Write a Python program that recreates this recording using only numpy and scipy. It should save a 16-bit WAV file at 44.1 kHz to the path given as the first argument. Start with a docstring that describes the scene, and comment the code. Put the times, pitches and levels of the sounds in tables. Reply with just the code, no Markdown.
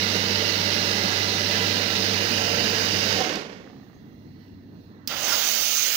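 """A kitchen counter with an espresso machine, close to two microphone ports; the right one faces the machine.
The pump hums as harmonics of its turning; hot water, filtered noise and droplets, hisses onto a steel tray.
The valve shuts: damped pipe modes hammer, the flow gurgles away, the last drips fall, a faint regular
ticking fades and the boiler rumbles on. Then the steam valve clacks open; the wand spits condensate and
blows a bright jet of noise onto the tray."""
import sys
import numpy as np
from scipy import signal
from scipy.fft import rfft, irfft, next_fast_len
from scipy.io import wavfile
from scipy.ndimage import uniform_filter1d, map_coordinates

SR = 44100
rng = np.random.default_rng(int(sys.argv[2]) if len(sys.argv) > 2 else 0)


def wrap_up_sound(samples):
    """Save the sound to the file named by the first command line argument, as 16-bit audio."""
    columns = np.atleast_2d(samples).T
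    # keep every value between -1 and 1, then stretch to whole-number steps
    tamed = np.clip(columns, -1, 1)
    steps = np.round(tamed * 32767).astype(np.int16)
    wavfile.write(sys.argv[1], SR, steps)


N = 262836

# pouring stream: freq_hz, at_spout_db, drawn_back_db
STREAM_SPECTRUM = [(19.9, -17, -18), (50, -29, -31), (114, -10.5, -9), (250, -0.5, -2), (680, -2.0, -1.5),
                   (1020, -7.0, -8.5), (2120, -3, -2), (3470, -2.5, -4), (4560, 1, 1.5), (5740, 0, -0.5),
                   (6800, -8.5, -8), (9900, -9, -8.5), (15000, -12.5, -11)]
# tray and casing resonances: centre_hz, width_hz, at_spout_db, drawn_back_db
TRAY_MODES = [(190.6, 40, 11, 10), (222, 10, 4.5, 8.5), (311, 32, 7, 4), (454.4, 87, 9, 7), (564, 27, 5, 5),
              (596, 17, 6.5, 3), (800, 45, 3.5, 0.5), (912, 74, 4.5, 7.5), (990, 9.9, 7.5, 7),
              (1357, 24, 2, 6), (1560, 570, 5, 5.5), (1683, 100, 1.5, 3), (2004, 180, 7, 5),
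              (2570, 38, 3.5, 3), (2800, 330, 6, 7), (2974, 250, 1.5, 8), (3300, 300, 1, -2.5),
              (3750, 230, 6, 5), (4110, 250, 7.5, -1), (4840, 290, 4, 3), (5020, 400, 0, 2.5),
              (6500, 340, 0.5, 6.5)]
# slack stream after the valve has shut: freq_hz, level_db
TRICKLE_SPECTRUM = [(45, -32), (100, -17), (200, -0.5), (310, -2.5), (430, 1), (750, -5), (1200, -4),
                    (2000, -1.5), (3000, -6.5), (5000, -8), (7000, -16), (15000, -32)]
# steady pour, then draining: time_s, flow_db (relative to the steady pour)
FLOW_CURVE = [(2.8, 0), (3.16, 0.7), (3.24, -2.5), (3.362, -7.5), (3.44, -16), (3.6, -26.5), (4.18, -66)]
HISS_DB, GURGLE_DB = -27.5, -32  # steady pour at the spout, treble and bass
GURGLE_DB_PER_FLOW_DB, GURGLE_BACK_DB = 0.74, 1.5
EMPTY_S, EMPTY_LENGTH_S, EMPTY_DB = 3.6, 0.32, -2.5  # spout runs empty, gurgles less


def hot_water():
    """Water flashes to vapour in the spout and spatters on the tray; losing pressure, it dulls and breaks up."""
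    flow_db, = curves(FLOW_CURVE)
    back = drawn_back()
    slack = ramp(3.09, 0.41)
    flow = rng.standard_normal((2, N)) + amp(-7.0) * spatter(rate_hz=3500, spread_db=2)
    unsteady_db = 0.79 * wobble(260) + 1.1 * slack * wobble(70)
    flow = patches(flow * amp(unsteady_db), depth_db=0.77)
    pair = ports(panels(flow, wet_db=-7.5, t60_s=0.17), shade_column=0, lag_ms=0.28)

    near, far = filtered(pair[None], lambda hz: colour(hz, STREAM_SPECTRUM, TRAY_MODES)[:, None])
    pour = unit(near * (1 - back) + far * back)
    trickle = unit(filtered(pair, lambda hz: amp(along(TRICKLE_SPECTRUM, hz))))
    gurgle, hiss = split(pour * (1 - slack) + trickle * slack, edge_hz=960)

    gurgle_db = GURGLE_DB + GURGLE_DB_PER_FLOW_DB * flow_db + GURGLE_BACK_DB * back
    gurgle_db = gurgle_db + EMPTY_DB * ramp(EMPTY_S, EMPTY_LENGTH_S) + 0.2 * wobble(24.8)
    hiss_db = HISS_DB + flow_db + 0.19 * wobble(14.0)
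    return amp(gurgle_db) * gurgle + amp(hiss_db) * hiss


# steam jet: freq_hz, level_db
JET_SPECTRUM = [(20, -40), (50, -41), (110, -23), (250, -21.5), (800, -12.5), (2000, -6.5), (4000, -3.5),
                (5500, -2.5), (6400, -1), (7200, -2), (10000, -4.5), (15000, -1)]
# wand and tray resonances: centre_hz, width_hz, level_db
WAND_MODES = [(225, 14, 12.5), (324.5, 16, 9.5), (470, 14, 9.5), (594, 170, 6), (1388, 21, 4),
              (2010, 40, 0), (2800, 450, 4.5), (3170, 80, 2), (4730, 510, 3)]
# rows spit, jet, top hiss: open_wet_db, barely_open_change_db, dry_change_db
STEAM_LEVELS = [(-34.5, -6.5, -8), (-31, -7.5, -2), (-22.5, -11, 2.1)]
# sputters that make the wand sing: centre_s, level_db (before pan), pitch_hz, width_hz, length_s
WAND_SPUTTERS = [(5.128, -44, 1990, 130, 0.02), (5.125, -40, 1400, 370, .02), (5.12, -39, 2900, 500, 0.019),
                 (3.1, -41, 230, 170, 0.025), (5.27, -52, 280, 200, 0.05), (5.33, -33, 1390, 91, 0.014)]
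# nozzle whistle, sagging and swelling: time_s, pitch_hz, level_db (before pan)
NOZZLE_WHISTLE = [(5.15, 6500, -50), (5.22, 6416, -38), (5.26, 6300, -29), (5.29, 6180, -35),
                  (5.33, 6420, -32), (5.43, 6370, -39), (5.5, 6130, -28), (5.56, 6360, -40),
                  (5.68, 6280, -36), (5.77, 6400, -33.5), (5.84, 6140, -27), (5.93, 6420, -46)]
STEAM_S = 5.0747  # valve cracks open
OPEN_S, OPEN_LENGTH_S = 5.155, 0.13
DRY_S, DRY_LENGTH_S = 5.317, 0.33
COUGH_S, COUGH_LENGTH_S, COUGH_DB = 5.132, 0.015, 4  # first slug of condensate


def steam():
    """The wand first spits condensate; as it clears, the jet turns dry, smooth and bright."""
    opening, dryness = ramp(OPEN_S, OPEN_LENGTH_S), ramp(DRY_S, DRY_LENGTH_S)
    wetness = 1 - dryness
    flutter_db = 0.3 * wobble(22)
    spit_db, jet_db, top_db = [open_db + shut_db * (1 - opening) + dry_db * dryness + flutter_db
                               for open_db, shut_db, dry_db in STEAM_LEVELS]
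    spit_db = spit_db + COUGH_DB * swell(COUGH_S, COUGH_LENGTH_S)

    flow = rng.standard_normal((2, N)) * amp(0.81 * wetness * wobble(220))
    flow = flow + amp(-9.5) * wetness * spatter(rate_hz=1100, spread_db=1)
    flow = patches(flow, depth_db=1.5)
    pair = ports(panels(flow, wet_db=-8.0, t60_s=0.15), shade_column=1, lag_ms=0.1)
    pair = filtered(pair, lambda hz: colour(hz, JET_SPECTRUM, WAND_MODES))
    spit, rest = split(pair, edge_hz=1780)
    jet, top = split(rest, edge_hz=4700)
    blast = amp(spit_db) * spit + amp(jet_db) * jet + amp(top_db) * top

    nozzle_hz, nozzle_db = curves(NOZZLE_WHISTLE)
    whistle = amp(nozzle_db) * murmur(nozzle_hz, width_hz=460) * amp([[-16], [4]])
    sputters = puffs(WAND_SPUTTERS) * amp([[-7], [3]])
    return ramp(STEAM_S, 0.026) * (blast + sputters + whistle)


PUMP_HZ = 98.5
PUMP_DB, PUMP_BACK_DB = -37.5, -1.7  # at the spout before pan; change when drawn back
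PUMP_OFF_S, PUMP_FALL_DB_PER_S = 3.2, 300


def pump():
    """The pump turns at a nearly steady speed and shakes the casing until it is switched off."""
    turn = 2 * np.pi * PUMP_HZ * clock() + 0.095 * wobble(8.6)
    hum = np.sin(turn) + amp(-7.5) * np.sin(2 * turn + wobble(10))
    fall_db = PUMP_FALL_DB_PER_S * np.maximum(clock() - PUMP_OFF_S, 0)
    level_db = PUMP_DB + PUMP_BACK_DB * drawn_back() - fall_db + 0.86 * wobble(11.97)
    return amp(level_db) * unit(hum) * amp([[-1.5], [1.3]])


# plunger and seat: pitch_hz, relative_db, t60_s
CLACK_MODES = [(235, -14, .06), (3160, -18, .05), (4960, -11, 0.038), (5280, -1, .025), (5660, -12, .015),
               (6700, -17, .04), (12010, -8, .04), (15600, -4, .025)]


def steam_valve():
    """The valve's plunger clacks open against its steel seat, with a bright snap of released pressure."""
    noise = crack(STEAM_S, t60_s=0.051)
    snap = amp(7.5) * band(noise, centre_hz=5370, width_hz=750)
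    snap = snap + amp(-1) * band(noise, centre_hz=7540, width_hz=2200)
    snap = snap + amp(4) * band(noise, centre_hz=12300, width_hz=3700)
    attack = ramp(STEAM_S, 0.0004)
    clack = panels((strike(STEAM_S, CLACK_MODES) + snap) * attack, wet_db=-13, t60_s=0.07)
    return amp(-19.0) * clack * amp([[-11], [2]])


# water column hammering the shut valve: start_s, level_db (before pan)
HAMMER_BLOWS = [(3.2055, -19), (3.2132, -14.5), (3.258, -25.5), (3.329, -34), (3.371, -30)]
# pipe rung by each blow: pitch_hz, relative_db, t60_s
PIPE_MODES = [(324, -9, .05), (480, -6, 0.045), (736, -5.5, 0.092), (990, -21, .06)]
# pipe singing and gulping as the valve narrows: centre_s, level_db (before pan), pitch_hz, width_hz, length_s
PIPE_SINGING = [(3.19, -34, 742, 25, .025), (3.261, -38, 742, 20, 0.02), (3.275, -36, 310, 64, 0.023),
                (3.355, -39, 317, 44, .035)]
# slackening stream in spurts: start_s, relative_db, centre_hz
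STREAM_SPURTS = [(3.204, -13, 5200), (3.249, -14, 3000), (3.272, -22, 4800), (3.293, -11, 3000),
                 (3.336, -16.5, 5000), (3.356, -12, 4500), (3.371, -20, 3000)]


def shut_off():
    """The water valve shuts: the pipe sings, hammers a few times and gives its last spurts."""
    # each blow also pushes: a 0.6 ms pulse
    knocks = sum(amp(db) * (strike(s, PIPE_MODES) - swell(s, 0.0006)) for s, db in HAMMER_BLOWS)
    # a thin pipe radiates no deep bass
    knocks = filtered(knocks, lambda hz: (1j * hz / (90 + 1j * hz)) ** 2)
    spurts = sum(amp(db) * band(crack(s, t60_s=0.019), hz, width_hz=960) for s, db, hz in STREAM_SPURTS)
    dying = knocks + puffs(PIPE_SINGING) + spurts
    return panels(dying, wet_db=-14, t60_s=0.073) * amp([[-7], [2]])


# last drips on the tray: start_s, level_db (before pan), pitch_hz
LAST_DRIPS = [(3.523, -40, 850), (3.549, -41, 700), (3.598, -49, 1100), (3.608, -46, 653),
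              (3.632, -53, 1400), (3.642, -44, 1910), (3.675, -40, 1500)]
# faint regular ticks: start_s, level_db (before pan)
TICK_TIMES = [(3.666, -40), (3.6995, -39), (3.732, -43), (3.765, -44), (3.7985, -44), (3.8318, -44),
              (3.865, -50), (3.8985, -45), (3.932, -46), (3.965, -48)]
# hollow sound of each tick: pitch_hz, relative_db, t60_s
HOLLOW_MODES = [(766, -0.5, 0.014), (1170, -8, 0.012), (1750, -10, .014)]


def drips_and_ticking():
    """The last drips hit the tray as damped sines and noise; a faint regular ticking of damped modes fades."""
    drips = 0
    for s, db, hz in LAST_DRIPS:
        splash = 0.5 * band(crack(s, t60_s=0.012), hz, width_hz=1500)
        drips = drips + amp(db) * (ring(s, hz, t60_s=0.011) + splash)
    ticks = sum(amp(db) * strike(s, HOLLOW_MODES) for s, db in TICK_TIMES)
    return panels(drips + ticks, wet_db=-4, t60_s=0.077) * amp([[-6], [2]])


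# rustles: centre_s, level_db (before pan), centre_hz, width_hz, length_s
RUSTLE_PUFFS = [(3.97, -71, 6300, 500, .04), (4.27, -71, 4100, 400, .05), (4.4, -70, 4400, 450, .09),
                (4.43, -72, 3000, 600, 0.087), (4.62, -74, 4200, 600, 0.046), (4.64, -73, 1790, 600, .08)]


def handling():
    """Soft rustles of narrow noise as the microphone is carried to the steam wand."""
    return puffs(RUSTLE_PUFFS) * amp([[-9], [3]])


# boiler: freq_hz, level_db
BOILER_SPECTRUM = [(20, -26), (50, -12.5), (95, -4), (260, 2.5), (550, -17), (1100, -21.5), (2400, -34),
                   (4200, -33.5), (6000, -36), (7500, -43), (15000, -34)]
# boiler resonances: centre_hz, width_hz, level_db
BOILER_HUMPS = [(307, 22, 2), (454, 47, 5.0), (1900, 540, 11), (2756, 68, 9), (4130, 670, 8)]
RUMBLE_DB, SEETHE_DB, FIZZ_DB = -48, -69.5, -66  # before the steam runs
DRONE_DB, DRONE_ON_S, DRONE_EBB_S, DRONE_FADE_S = -54, 4.06, 4.9, 0.11


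def boiler():
    """The hot boiler rumbles, simmers and hums faintly; it sinks 9 dB once the steam runs."""
    noise = panels(rng.standard_normal((2, N)), wet_db=-8, t60_s=0.11)
    pair = patches(ports(noise, shade_column=2, lag_ms=0.28), depth_db=1.45)
    pair = filtered(pair, lambda hz: colour(hz, BOILER_SPECTRUM, BOILER_HUMPS))
    rumble, simmer = split(pair, edge_hz=790)
    seethe, fizz = split(simmer, edge_hz=2300)
    rumble = amp(RUMBLE_DB + 0.5 * wobble(10)) * rumble
    seethe = amp(SEETHE_DB + 1.8 * wobble(12.0)) * seethe
    fizz = amp(FIZZ_DB + 1.5 * wobble(7.6)) * fizz

    running = ramp(DRONE_ON_S, DRONE_FADE_S) * amp(-6 * ramp(DRONE_EBB_S, DRONE_FADE_S))
    hum = np.sin(2 * np.pi * PUMP_HZ * clock() + 0.4 * wobble(8))
    drone = amp(DRONE_DB) * running * unit(hum)
    return amp(-9 * ramp(5.26, 0.14)) * (rumble + seethe + fizz + drone)


# microphone position: time_s, drawn_back_share (0-1)
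MIC_POSITION = [(1.9, 0.09), (2.4, 0.83)]


def drawn_back():
    """How far the microphone has left the spout, 0-1."""
    return np.clip(curves(MIC_POSITION)[0], 0, 1)


# left port in the microphone body's shadow: freq_hz, water_db, steam_db, boiler_db
LEFT_SHADE = [(90.3, 6.5, 1.5, 1), (200, -2, -1.5, -1), (450, -8, -5.5, -6.5), (1000, -9.5, -12.5, -9),
              (1990, -14, -11, -14), (4200, -16.5, -20.5, -15), (6200, -20.5, -19, -7),
              (10700, -23.5, -20, -1.5), (15000, -17.5, -16, -12)]
# likeness of the two ports: freq_hz, likeness (0-1)
PORT_LIKENESS = [(100, 0.89), (350, 0.7), (700, 0.65), (1500, 0.65), (5000, 0.18), (9000, 0.23)]


def ports(flows, shade_column, lag_ms):
    """The right port hears the first flow; the left hears it later, mixed with the second and shaded."""
    direct, scattered = flows

    def alike(hz):
        return np.clip(along(PORT_LIKENESS, hz)[0], 0, 1)

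    left = filtered(direct, lambda hz: alike(hz) * np.exp(-2j * np.pi * hz * lag_ms / 1000))
    left = left + filtered(scattered, lambda hz: np.sqrt(1 - alike(hz) ** 2))
    left = filtered(left, lambda hz: amp(along(LEFT_SHADE, hz)[shade_column]))
    return np.array([left, direct])


def panels(x, wet_db, t60_s):
    """Steel panels, too small to return bass, echo in a short cluster that shifts as the microphone sways."""
    t = np.arange(SR // 4) / SR
    tails = rng.standard_normal((2, 1, len(t))) * amp(-60 * t / t60_s) * (t > 0.001)
    first, second = [signal.fftconvolve(np.atleast_2d(x), tail / np.linalg.norm(tail), axes=1)[:, :N]
                     for tail in tails]
    sway_rad = 1.62 * clock()
    echoes = first * np.cos(sway_rad) + second * np.sin(sway_rad)
    return x + amp(wet_db) * filtered(echoes, lambda hz: hz ** 2 / (hz ** 2 + 700 ** 2))


def patches(x, depth_db):
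    """Turbulence makes the colour wander: a smooth random gain over time and frequency."""
    z = signal.stft(x, nperseg=512)[2]
    field = rng.standard_normal(z.shape[1:])
    field = uniform_filter1d(field, size=6, axis=0)
    field = uniform_filter1d(field, size=16, axis=1)
    return signal.istft(z * amp(depth_db * unit(field)), nperseg=512)[1][:, :N]


def spatter(rate_hz, spread_db):
    """Two streams of random droplet impacts of uneven size, rms 1."""
    hit = rng.random((2, N)) < rate_hz / SR
    size = amp(spread_db * rng.uniform(-1.7, 1, (2, N)))
    return unit(hit * rng.choice([-1, 1], (2, N)) * size)


def strike(start_s, modes):
    """All the modes of an object, struck at start_s."""
    return sum(amp(db) * ring(start_s, hz, t60_s) for hz, db, t60_s in modes)


def ring(start_s, hz, t60_s):
    """A damped sine that begins at start_s."""
    t = np.maximum(clock() - start_s, 0)
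    return np.sin(2 * np.pi * hz * t) * amp(-60 * t / t60_s)


def crack(start_s, t60_s):
    """A burst of noise that begins at start_s and dies away."""
    age = clock() - start_s
    return rng.standard_normal(N) * amp(-60 * np.abs(age) / t60_s) * (age > 0)


def puffs(rows):
    """Short swells of narrow noise."""
    return sum(amp(db) * swell(s, length_s) * murmur(hz, width_hz) for s, db, hz, width_hz, length_s in rows)


def murmur(centre_hz, width_hz):
    """Narrow noise of rms 1 around a centre that may move."""
    a, b = filtered(rng.standard_normal((2, N)), lambda hz: 1 / (1 + (2 * hz / width_hz) ** 2))
    turn = 2 * np.pi * np.cumsum(centre_hz * np.ones(N)) / SR
    return unit(a * np.cos(turn) + b * np.sin(turn))


def band(x, centre_hz, width_hz):
    """x through one resonance."""
    return filtered(x, lambda hz: 1j * hz * width_hz / (centre_hz ** 2 - hz ** 2 + 1j * hz * width_hz))


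def split(x, edge_hz):
    """The parts of a pair below and above an edge, each scaled so the mean of its ports has rms 1."""
    low = filtered(x, lambda hz: 1 / (1 + (hz / edge_hz) ** 8))
    return [part / np.std(part.mean(0)) for part in (low, x - low)]


def colour(hz, spectrum, modes):
    """Gain of a broad spectrum with resonant humps on it, one row per dB column."""
    humps = sum(np.outer(db, 1 / (1 + (2 * (hz - centre_hz) / width_hz) ** 2))
                for centre_hz, width_hz, *db in modes)
    return amp(along(spectrum, hz) + humps)


def filtered(x, response):
    """x times a response of frequency."""
    size = next_fast_len(N + SR // 2)
    return irfft(rfft(x, size) * response(np.fft.rfftfreq(size, 1 / SR)), size)[..., :N]


def along(points, hz):
    """Each column of a table over frequency, read on a log axis."""
    f, *cols = np.transpose(points)
    return np.array([np.interp(np.log(hz + 1), np.log(f), c) for c in cols])


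def curves(rows):
    """One value per sample for each column after the time."""
    s, *cols = np.transpose(rows)
    return [np.interp(clock(), s, c) for c in cols]


def wobble(rate_hz):
    """A smooth random curve through rate_hz knots a second."""
    return map_coordinates(rng.standard_normal(int(N * rate_hz / SR) + 4), [clock() * rate_hz])


def ramp(start_s, length_s):
    """Goes from 0 to 1, beginning at start_s."""
    return np.clip((clock() - start_s) / length_s, 0, 1)


def swell(centre_s, length_s):
    """Rises to 1 at centre_s and falls again."""
    return np.exp(-((clock() - centre_s) / length_s) ** 2)


def clock():
    """The time of every sample, in seconds."""
    return np.arange(N) / SR


def unit(x):
    """Scaled to rms 1."""
    return x / np.sqrt(np.mean(x ** 2) + 1e-20)


def amp(db):
    """Decibels to gain."""
    return 10 ** (np.asarray(db) / 20)


def scene():
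    """Everything the machine does, the ticking, and the rustles on the way to the wand."""
    water = hot_water() + pump() + shut_off() + drips_and_ticking()
    return water + steam() + steam_valve() + handling() + boiler()


# microphone colour: freq_hz, gain_db
MIC_RESPONSE = [(5800, 1), (6600, -0.5), (7600, -10.5), (13800, -13), (14900, 2), (15600, -0.5)]
TOP_HZ = 15850  # middle of the 500 Hz wide cutoff


def record(dry):
    """The microphone dips above 7 kHz and peaks again just under its band limit."""
    def response(hz):
        limit = np.clip((TOP_HZ + 250 - hz) / 500, 0, 1) ** 2
        return amp(along(MIC_RESPONSE, hz)) * limit

    return filtered(dry, response)


dry = scene()
out = record(dry)
wrap_up_sound(out)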